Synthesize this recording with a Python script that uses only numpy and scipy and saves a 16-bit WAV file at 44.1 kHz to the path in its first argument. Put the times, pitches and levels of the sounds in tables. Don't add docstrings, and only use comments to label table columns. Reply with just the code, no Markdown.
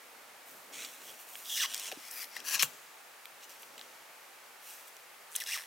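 import sys
import numpy as np
from scipy import signal
from scipy.fft import rfft, irfft, next_fast_len
from scipy.io import wavfile
from scipy.ndimage import uniform_filter1d

SR = 44100
rng = np.random.default_rng(int(sys.argv[2]) if len(sys.argv) > 2 else 0)


def to_wav(s):
    ch = np.atleast_2d(s).T
    pcm = np.round(np.clip(ch, -1, 1) * 32767)
    wavfile.write(sys.argv[1], SR, pcm.astype(np.int16))


N = 249606
TIME = np.arange(N) / SR

# frequency in Hz, relative level in dB.
LOOSENED_SPECTRUM = [(710, -35), (1200, -8.5), (1980, -4), (2530, -2.5), (2830, -1), (4130, -4),
                     (5020, -16), (5650, -3), (6510, -4.5), (10300, -13), (12900, -14), (14700, -8),
                     (16000, -16)]
HELD_SPECTRUM = [(900, -28), (1600, -2), (2800, 12), (3700, 6), (4800, 5), (5900, 9), (7200, 4),
                 (8400, 0.5), (10500, -6), (12300, -4), (13700, 0.5), (16000, -6.5)]
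DRAWN_SPECTRUM = [(530, -63), (900, -33), (1120, -22), (1340, -13), (1440, -17), (1830, -2), (2450, -25),
                  (2830, -3), (3470, 4), (4360, -13), (4980, -2.5), (5680, -1.5), (8550, -12), (15100, -10),
                  (16000, -11.5)]
LIFTED_SPECTRUM = [(710, 0), (1200, -12), (1700, -6), (2510, -6), (2650, -2.5), (3080, 0), (4750, -10),
                   (5710, -1.5), (8000, -7.5), (8820, -5), (12200, -9), (15200, -4), (16000, -15)]
FREE_SPECTRUM = [(590, -42), (1000, -16), (1310, -7), (1690, 1), (2130, 1.5), (3750, -8), (5250, 1.5),
                 (6250, -5), (8650, -9.5), (11600, -0.5), (13900, -1), (15500, -2), (16000, -9)]
TUCKED_SPECTRUM = [(350, -38), (600, -10), (997, -6), (1430, -12.5), (1640, 2.5), (1980, -5), (2720, 0.5),
                   (3430, -7.5), (4460, -2), (4980, -7), (5790, 0.5), (8860, -13.5), (9760, -8.5),
                   (14100, -10), (16000, -11)]
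SEATED_SPECTRUM = [(470, -58), (800, -26), (1660, -3), (1920, -16), (2700, 2.5), (3650, -8.5), (5940, -2),
                   (7450, -19), (12800, -12), (16000, -24)]
SETTLED_SPECTRUM = [(290, -40), (500, -7), (1600, -6), (2430, -9), (2770, 0), (4800, -6), (7210, -2),
                    (9220, -14), (11000, -12), (14700, -11), (16000, -15)]
NEXT_SPECTRUM = [(470, -52), (800, -20), (942, -19), (1240, -10), (1440, -9), (1920, 3), (2470, -8),
                 (2660, 5), (3140, -5.5), (3650, 0.5), (4460, -7.5), (5580, 1), (6650, -8.5), (12900, -11),
                 (16000, -16)]
# start and push time in seconds, swell in dB, relative scrape and hiss
# levels at the end of the push in dB, release T60 in seconds, grip.
STROKES = [ (.455, 0.032, 8, -64, -54.5, 1.1, "held"), (0.714, 0.14, 2.5, -44, -51.5, 0.11, "loosened"),
           (.86, .025, 4, -52, -54, 1, "loosened"), (1.0, 0.1, 7, -54.5, -51.5, 0.52, "held"),
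           (1.185, .022, 7, -57.5, -50.5, 0.28, "held"), (1.255, 0.17, 4, -54.5, -49, 0.38, "held"),
           (1.435, 0.11, 12.5, -40.5, -39.5, 0.46, "drawn"), (1.545, 0.094, 3, -35, -43, 0.19, "drawn"),
           (1.665, 0.22, 4, -43, -51, .12, "lifted"), (1.87, .025, 0, -51.5, -60, .9, "lifted"),
           (1.96, 0.12, 10, -51, -53, .2, "free"), (2.1, 0.064, 3, -51, -45, 0.51, "free"),
           (2.15, 0.079, 13, -42.5, -42.5, 0.11, "free"), (2.28, 0.082, 21, -46.5, -63, 0.32, "free"),
           (2.432, 0.06, 19.5, -37, -37, .12, "tucked"), (2.499, 0.056, 10.5, -30.5, -32, 0.023, "tucked"),
           (2.556, .012, -2, -38.5, -48, 0.24, "tucked"), (2.59, 0.032, -3, -30.5, -38.5, 0.023, "seated"),
           (2.624, 0.0099, 4.5, -31.5, -31.5, 0.088, "settled"), (2.66, .02, 0, -55.5, -60, 1.2, "settled"),
           (3.395, 0.047, 16, -50.5, -57, .08, "held"), (3.493, .008, 0, -55, -54.5, 0.41, "held"),
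           (3.59, .033, -1, -60.5, -60, 0.66, "held"), (3.72, .1, 7, -60.5, -66, 1.4, "held"),
           (4.6, 0.1, 14.5, -52, -48.5, 0.71, "held"), (4.868, .014, 9, -58, -51.5, 0.091, "held"),
           (5.3, .05, 7, -61, -58, .05, "next"), (5.362, 0.025, 2, -46, -48, 0.061, "next"),
           (5.4, .006, 1, -42, -43.5, 0.23, "next"), (5.452, 0.11, 3, -39.5, -46.5, .08, "next"),
           (5.575, .02, -2, -49, -52, 0.39, "next")]
# frequency in Hz, bandwidth in Hz, gain in dB.
CARD_MODES = [(1710, 200, 3), (2845, 140, 9), (3230, 890, 1.5), (5900, 250, 9), (7960, 1200, -2),
              (9300, 1200, -4), (10600, 8400, -10), (14900, 2200, 1.5)]
# start, time to the turn and time after it in seconds, slips per second at
# the start, turn and end, relative level in dB, swell in dB, jitter from 0 to 1, direct sound in dB.
SQUEAKS = [ (1.494, 0.069, 0.017, 3500, 3300, 2000, -40, 3, .17, -22),
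           (1.576, .036, .042, 2280, 1700, 980, -38, 6, .17, -8),
           (1.597, 0.015, .034, 2800, 4000, 1620, -37, -9, .18, 0),
           (5.401, .011, 0.014, 4600, 1950, 1720, -42, 1, .1, -8),
           (5.483, .025, .011, 1570, 2000, 2700, -42.5, -3, .15, -9),
           (5.519, .013, .038, 2550, 2750, 1100, -39, -6, 0.14, -7)]
# start in seconds, relative level in dB, emphasised frequency in Hz,
# T60 in seconds, left over right in dB.
EDGE_TICKS = [(.848, -35.5, 4400, 0.027, 0), (1.3548, -31.5, 2700, 0.0079, 0),
              (1.457, -35, 3480, 0.0088, 0), (1.659, -24.5, 3160, 0.0065, 0), (1.745, -20, 5970, 0.0062, 0),
              (1.9164, -29, 2660, 0.0083, 2), (1.9227, -32, 2640, .019, 2), (2.084, -38, 6000, 0.012, 2),
              (2.112, -33, 7160, 0.009, 4), (2.244, -32, 5440, .0057, 4), (2.3644, -31, 1900, 0.027, 5),
              (2.4025, -36, 2780, 0.0093, 8), (2.6245, -11, 7260, 0.0063, 3), (2.6244, -21, 2720, 0.01, 16),
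              (2.6295, -15.5, 2700, 0.013, 4), (2.6295, -18.5, 10800, 0.0061, 4),
              (2.631, -18, 1380, 0.0058, 5), (3.2558, -30.5, 2420, 0.0042, 1), (3.622, -44, 13500, .02, 0),
              (3.631, -42.5, 2740, 0.021, 0), (3.7797, -35, 2750, .0071, 0),
              (3.7937, -36.5, 3150, 0.007, -2), (3.813, -29.5, 3680, 0.0023, 2),
              (4.967, -39.5, 5700, 0.0061, 0), (5.3528, -26, 3000, .008, 0), (5.356, -25, 8600, 0.0091, 1),
              (5.3615, -18.5, 8300, .011, -.5), (5.3623, -24, 6100, .0092, -1),
              (5.401, -39, 4500, .012, -3), (5.438, -32, 5900, .008, 0), (5.4625, -33.5, 3300, 0.014, 0)]
# start in seconds, count, first gap in seconds, ratio of successive gaps,
# first relative level in dB, change per tick in dB, emphasised frequency in Hz.
STUTTERS = [(1.053, 5, 0.016, 0.84, -43.5, 1.5, 3160), (1.718, 3, 0.0089, 1.25, -33, 3, 3350),
            (1.753, 4, .011, 1.3, -31, 1, 5500), (5.318, 5, .0064, 1, -39.5, 0, 9000),
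            (5.575, 7, 0.0057, 1.24, -27, -2, 1800)]
# start in seconds, relative level in dB, frequency in Hz,
# T60 in seconds.
FLAPS = [(1.917, -34, 758, 0.053), (1.9238, -32, 587, 0.024), (1.929, -35.5, 420, 0.022),
         (1.972, -37.5, 288, 0.029), (2.368, -36, 720, 0.019), (2.553, -49, 192, 0.052),
         (2.629, -39.5, 336, 0.037), (2.632, -38.5, 170, 0.048), (2.635, -49, 121, 0.12)]
# middle in seconds, half length in seconds, level in dB.
FINGER_SHIFTS = [(.2, .25, -71), (0.545, 0.045, -63.5), (0.78, .13, -62), (1.08, .07, -63),
                 (1.8, 0.51, -70), (2.406, 0.039, -62), (2.62, 0.13, -64.5), (3.503, .1, -73),
                 (3.777, 0.13, -66.5), (4.2, .4, -79.5)]
# frequency in Hz, relative level in dB.
GLOVE_SPECTRUM = [(50, -35), (110, -10.5), (170, -6), (240, 6), (330, 3.5), (600, 5), (2000, -44)]
REVERB_SPECTRUM = [(100, 9), (1000, 4), (4000, -7), (9000, -10), (16000, 1)]
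AIR_SPECTRUM = [(15, -75), (25, -48), (92, -28), (114, -20), (236, -16), (363, -9), (451, -6), (863, -0.5),
                (1020, -3.5), (1130, -2), (2280, -4), (3430, -10), (5430, -12), (14400, -15), (16000, -18)]
# frequency in Hz, correlation from 0 to 1.
AIR_CORRELATION = [(60, 0.88), (150, 0.45), (380, 0.47), (950, 0.55), (2380, 0.52), (5980, 0.53),
                   (15000, 0.85)]


def slide(grip, spectrum, scrape_gain_db, hiss_gain_db, low_hz, grains_per_s, pan_db):
    force = friction(grains_per_s, smooth=0.91, judder_db=3.5, judder_hz=300)
    rubbing = cut(coloured(edge_reflection(force), spectrum), low_hz, "high")
    scrape = rms_one(cut(rubbing, 9000, "low", order=6))
    hiss = rms_one(cut(rubbing, 9000, "high", order=6))
    scrape_level = hiss_level = np.zeros(N)
    for start, push_s, swell_db, scrape_db, hiss_db, t60, stroke_grip in STROKES:
        if stroke_grip == grip:
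            scrape_stroke = stroke(start, push_s, swell_db, scrape_db + scrape_gain_db, t60)
            hiss_stroke = stroke(start, push_s, 0.92 * swell_db, hiss_db + hiss_gain_db, t60)
            scrape_level = np.hypot(scrape_level, scrape_stroke)
            hiss_level = np.hypot(hiss_level, hiss_stroke)
    return panned(scrape * scrape_level, pan_db) - panned(hiss * hiss_level, .6 * pan_db)


def friction(grains_per_s, smooth, judder_db, judder_hz, spread_db=2):
    sizes = from_db(spread_db * np.minimum(rng.exponential(1, N), 3)) * rng.choice([-1, 1], N)
    catches = sizes * (rng.random(N) < grains_per_s / SR)
    force = rms_one(catches) + smooth * rng.standard_normal(N)
    steady_drag = evened(force, samples=300)
    return steady_drag * from_db(judder_db * wobble(judder_hz))


def edge_reflection(force, echo_s=0.000793, wander=0.18, share=0.41):
    delay = echo_s * np.exp(wander * wobble(7.8))
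    return force + share * np.interp(TIME - delay, TIME, force)


def stroke(start, push_s, swell_db, db, t60, attack_share=0.21):
    t = TIME - start
    progress = np.clip(t / push_s, 0, 1)
    attack = np.sin(np.pi / 2 * np.minimum(progress / attack_share, 1)) ** 2
    release = decay(np.clip(t - push_s, 0, 2 * t60), t60)
    return attack * from_db(db + swell_db * (progress - 1)) * release


def card(force):
    return sum((-1) ** k * from_db(db) * resonance(force, hz, width_hz)
               for k, (hz, width_hz, db) in enumerate(CARD_MODES))


def squeak(glide, gain_db, attack_s=.0015, release_s=0.0053):
    start, turn_s, after_s, first_hz, turn_hz, last_hz, db, swell_db, jitter, direct_db = glide
    t, length = TIME - start, turn_s + after_s
    rate = np.exp(np.interp(t, [0, turn_s, length], np.log([first_hz, turn_hz, last_hz])))
    progress = np.clip(t / length, 0, 1)
    gate = np.clip(t / attack_s, 0, 1) * np.clip(1 - (t - length) / release_s, 0, 1)
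    level = gate * from_db(db + gain_db + swell_db * (progress - .5))
    stray = jitter * np.sqrt(2000 / rate) * (wobble(1500) + .4 * wobble(200))
    cycles = np.cumsum(rate * np.exp(stray)) / SR
    slips = np.diff(cycles % 1, prepend=0)
    sound = rms_one(card(slips)) + from_db(direct_db) * rms_one(cut(slips, 1900, "low"))
    sound = cut(cut(sound, 510, "high"), 6750, "low", order=1)
    flicker = from_db(4.8 * wobble(120))
    return panned(evened(sound, samples=400) * level * flicker, 0)


def ticks(rows, gain_db, focus=1.42, crack_db=-8.5):
    out, t = np.zeros((2, N)), TIME[:4096]
    for start, db, hz, t60, pan_db in rows:
        envelope = decay(t, t60)
        burst = rng.choice([-1., 1.], len(t)) * envelope
        edge = resonance(burst, hz, width_hz=.22 * hz)
        sound = rms_one(card(burst)) + focus * rms_one(edge) + from_db(crack_db) * rms_one(burst)
        sound = rms_one(cut(sound, 0.36 * hz, "high"))
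        level = from_db(db + gain_db) * np.sqrt(np.mean(envelope ** 2))
        add(out, start, panned(sound * level, pan_db))
    return out


def stutters(t60=.0058):
    rows = []
    for start, count, gap_s, ratio, db, step_db, hz in STUTTERS:
        for k in range(count):
            rows.append((start, db + k * step_db, hz, t60, 0))
            start += gap_s * ratio ** k
    return rows


def flaps(gain_db, rise_s=0.0012):
    out, t = np.zeros(N), TIME[:8192]
    for start, db, hz, t60 in FLAPS:
        swing = np.sin(2 * np.pi * hz * t) * decay(t, t60)
        onset = 1 - np.exp(-t / rise_s)
        add(out, start, from_db(db + gain_db) * swing * onset)
    return panned(out, .8)


def gloves():
    force = friction(grains_per_s=1500, smooth=1, judder_db=1, judder_hz=60)
    power = sum(from_db(db) ** 2 * np.exp(-((TIME - middle) / half_s) ** 2)
                for middle, half_s, db in FINGER_SHIFTS)
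    return panned(rms_one(coloured(force, GLOVE_SPECTRUM)) * np.sqrt(power), 0)


def reverberation(sound, t60, tail_db, desk_db, desk_s):
    t = TIME[:16384]
    tail = coloured(rng.standard_normal((2, len(t))), REVERB_SPECTRUM) * decay(t, t60) * (t > .006)
    early = rng.standard_normal((2, len(t))) * np.exp(-t / desk_s) * (t > .0008)
    response = (from_db(tail_db) * rms_one(tail) + from_db(desk_db) * rms_one(early)) / np.sqrt(len(t))
    return signal.fftconvolve(sound, response, axes=1)[:, :N]


def room_tone(db, pan_db):
    size = next_fast_len(N)
    mid, side = rfft(rng.standard_normal((2, size)))
    correlation = per_bin(AIR_CORRELATION, size)
    left_right = np.sqrt(1 + correlation) * mid + np.sqrt(1 - correlation) * side * [[1], [-1]]
    noise = irfft(left_right, size)[:, :N]
    return panned(from_db(db) * rms_one(coloured(noise, AIR_SPECTRUM)), pan_db)


def from_db(db):
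    return 10 ** (np.asarray(db) / 20)


def rms_one(x):
    return x / np.sqrt(np.mean(x ** 2) + 1e-20)


def evened(x, samples):
    return x / np.sqrt(uniform_filter1d(x ** 2, size=samples) + 1e-9)


def decay(t, t60):
    return np.exp(-np.log(1000) * t / t60)


def wobble(hz):
    return np.tanh(rms_one(cut(rng.standard_normal(N), hz, "low")))


def per_bin(points, size):
    hz, value = np.transpose(points)
    return np.interp(np.log(np.fft.rfftfreq(size, 1 / SR) + 1), np.log(hz), value)


def coloured(x, spectrum):
    size = next_fast_len(x.shape[-1])
    return irfft(rfft(x, size) * from_db(per_bin(spectrum, size)), size)[..., :x.shape[-1]]


def cut(x, hz, kind, order=2):
    return signal.sosfilt(signal.butter(order, hz, kind, fs=SR, output="sos"), x)


def resonance(x, hz, width_hz):
    radius = np.exp(-np.pi * width_hz / SR)
    feedforward = np.array([1, 0, -1]) * (1 - radius ** 2) / 2
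    feedback = [1, -2 * radius * np.cos(2 * np.pi * hz / SR), radius ** 2]
    return signal.lfilter(feedforward, feedback, x + 1e-18)


def panned(x, pan_db):
    return x * from_db([[pan_db / 2], [-pan_db / 2]])


def add(out, start, sound):
    at = round(start * SR)
    out[..., at:at + sound.shape[-1]] += sound[..., :N - at]


def scene():
    cards = ticks(EDGE_TICKS + stutters(), gain_db=-1.5) + flaps(gain_db=-1)
    cards += slide("loosened", LOOSENED_SPECTRUM, -0.5, -0.5, low_hz=1300, grains_per_s=4000, pan_db=-.3)
    cards += slide("held", HELD_SPECTRUM, -1, -0.5, low_hz=1820, grains_per_s=3000, pan_db=0)
    cards += slide("drawn", DRAWN_SPECTRUM, -0.5, -1, low_hz=2000, grains_per_s=5500, pan_db=-0.5)
    cards += slide("lifted", LIFTED_SPECTRUM, 0.5, 0, low_hz=1200, grains_per_s=990, pan_db=0.5)
    cards += slide("free", FREE_SPECTRUM, 0.5, -1.5, low_hz=910, grains_per_s=2000, pan_db=4)
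    cards += slide("tucked", TUCKED_SPECTRUM, 0.5, -0.5, low_hz=497, grains_per_s=4700, pan_db=5)
    cards += slide("seated", SEATED_SPECTRUM, 0.5, -1, low_hz=800, grains_per_s=6000, pan_db=5.5)
    cards += slide("settled", SETTLED_SPECTRUM, 0, 1.5, low_hz=400, grains_per_s=4300, pan_db=2)
    cards += slide("next", NEXT_SPECTRUM, -0.5, 0.5, low_hz=1900, grains_per_s=910, pan_db=0.5)
    cards += sum(squeak(glide, gain_db=-0.5) for glide in SQUEAKS)
    handling = cut(cards, 115, "high", order=4) + gloves()
    reflections = reverberation(handling, t60=0.25, tail_db=-16.5, desk_db=-13, desk_s=0.0011)
    return handling + reflections + room_tone(db=-53.53, pan_db=0.05)


def record(dry):
    return signal.sosfilt(signal.ellip(12, .1, 80, 15900, fs=SR, output="sos"), dry)


dry = scene()
out = record(dry)
to_wav(out)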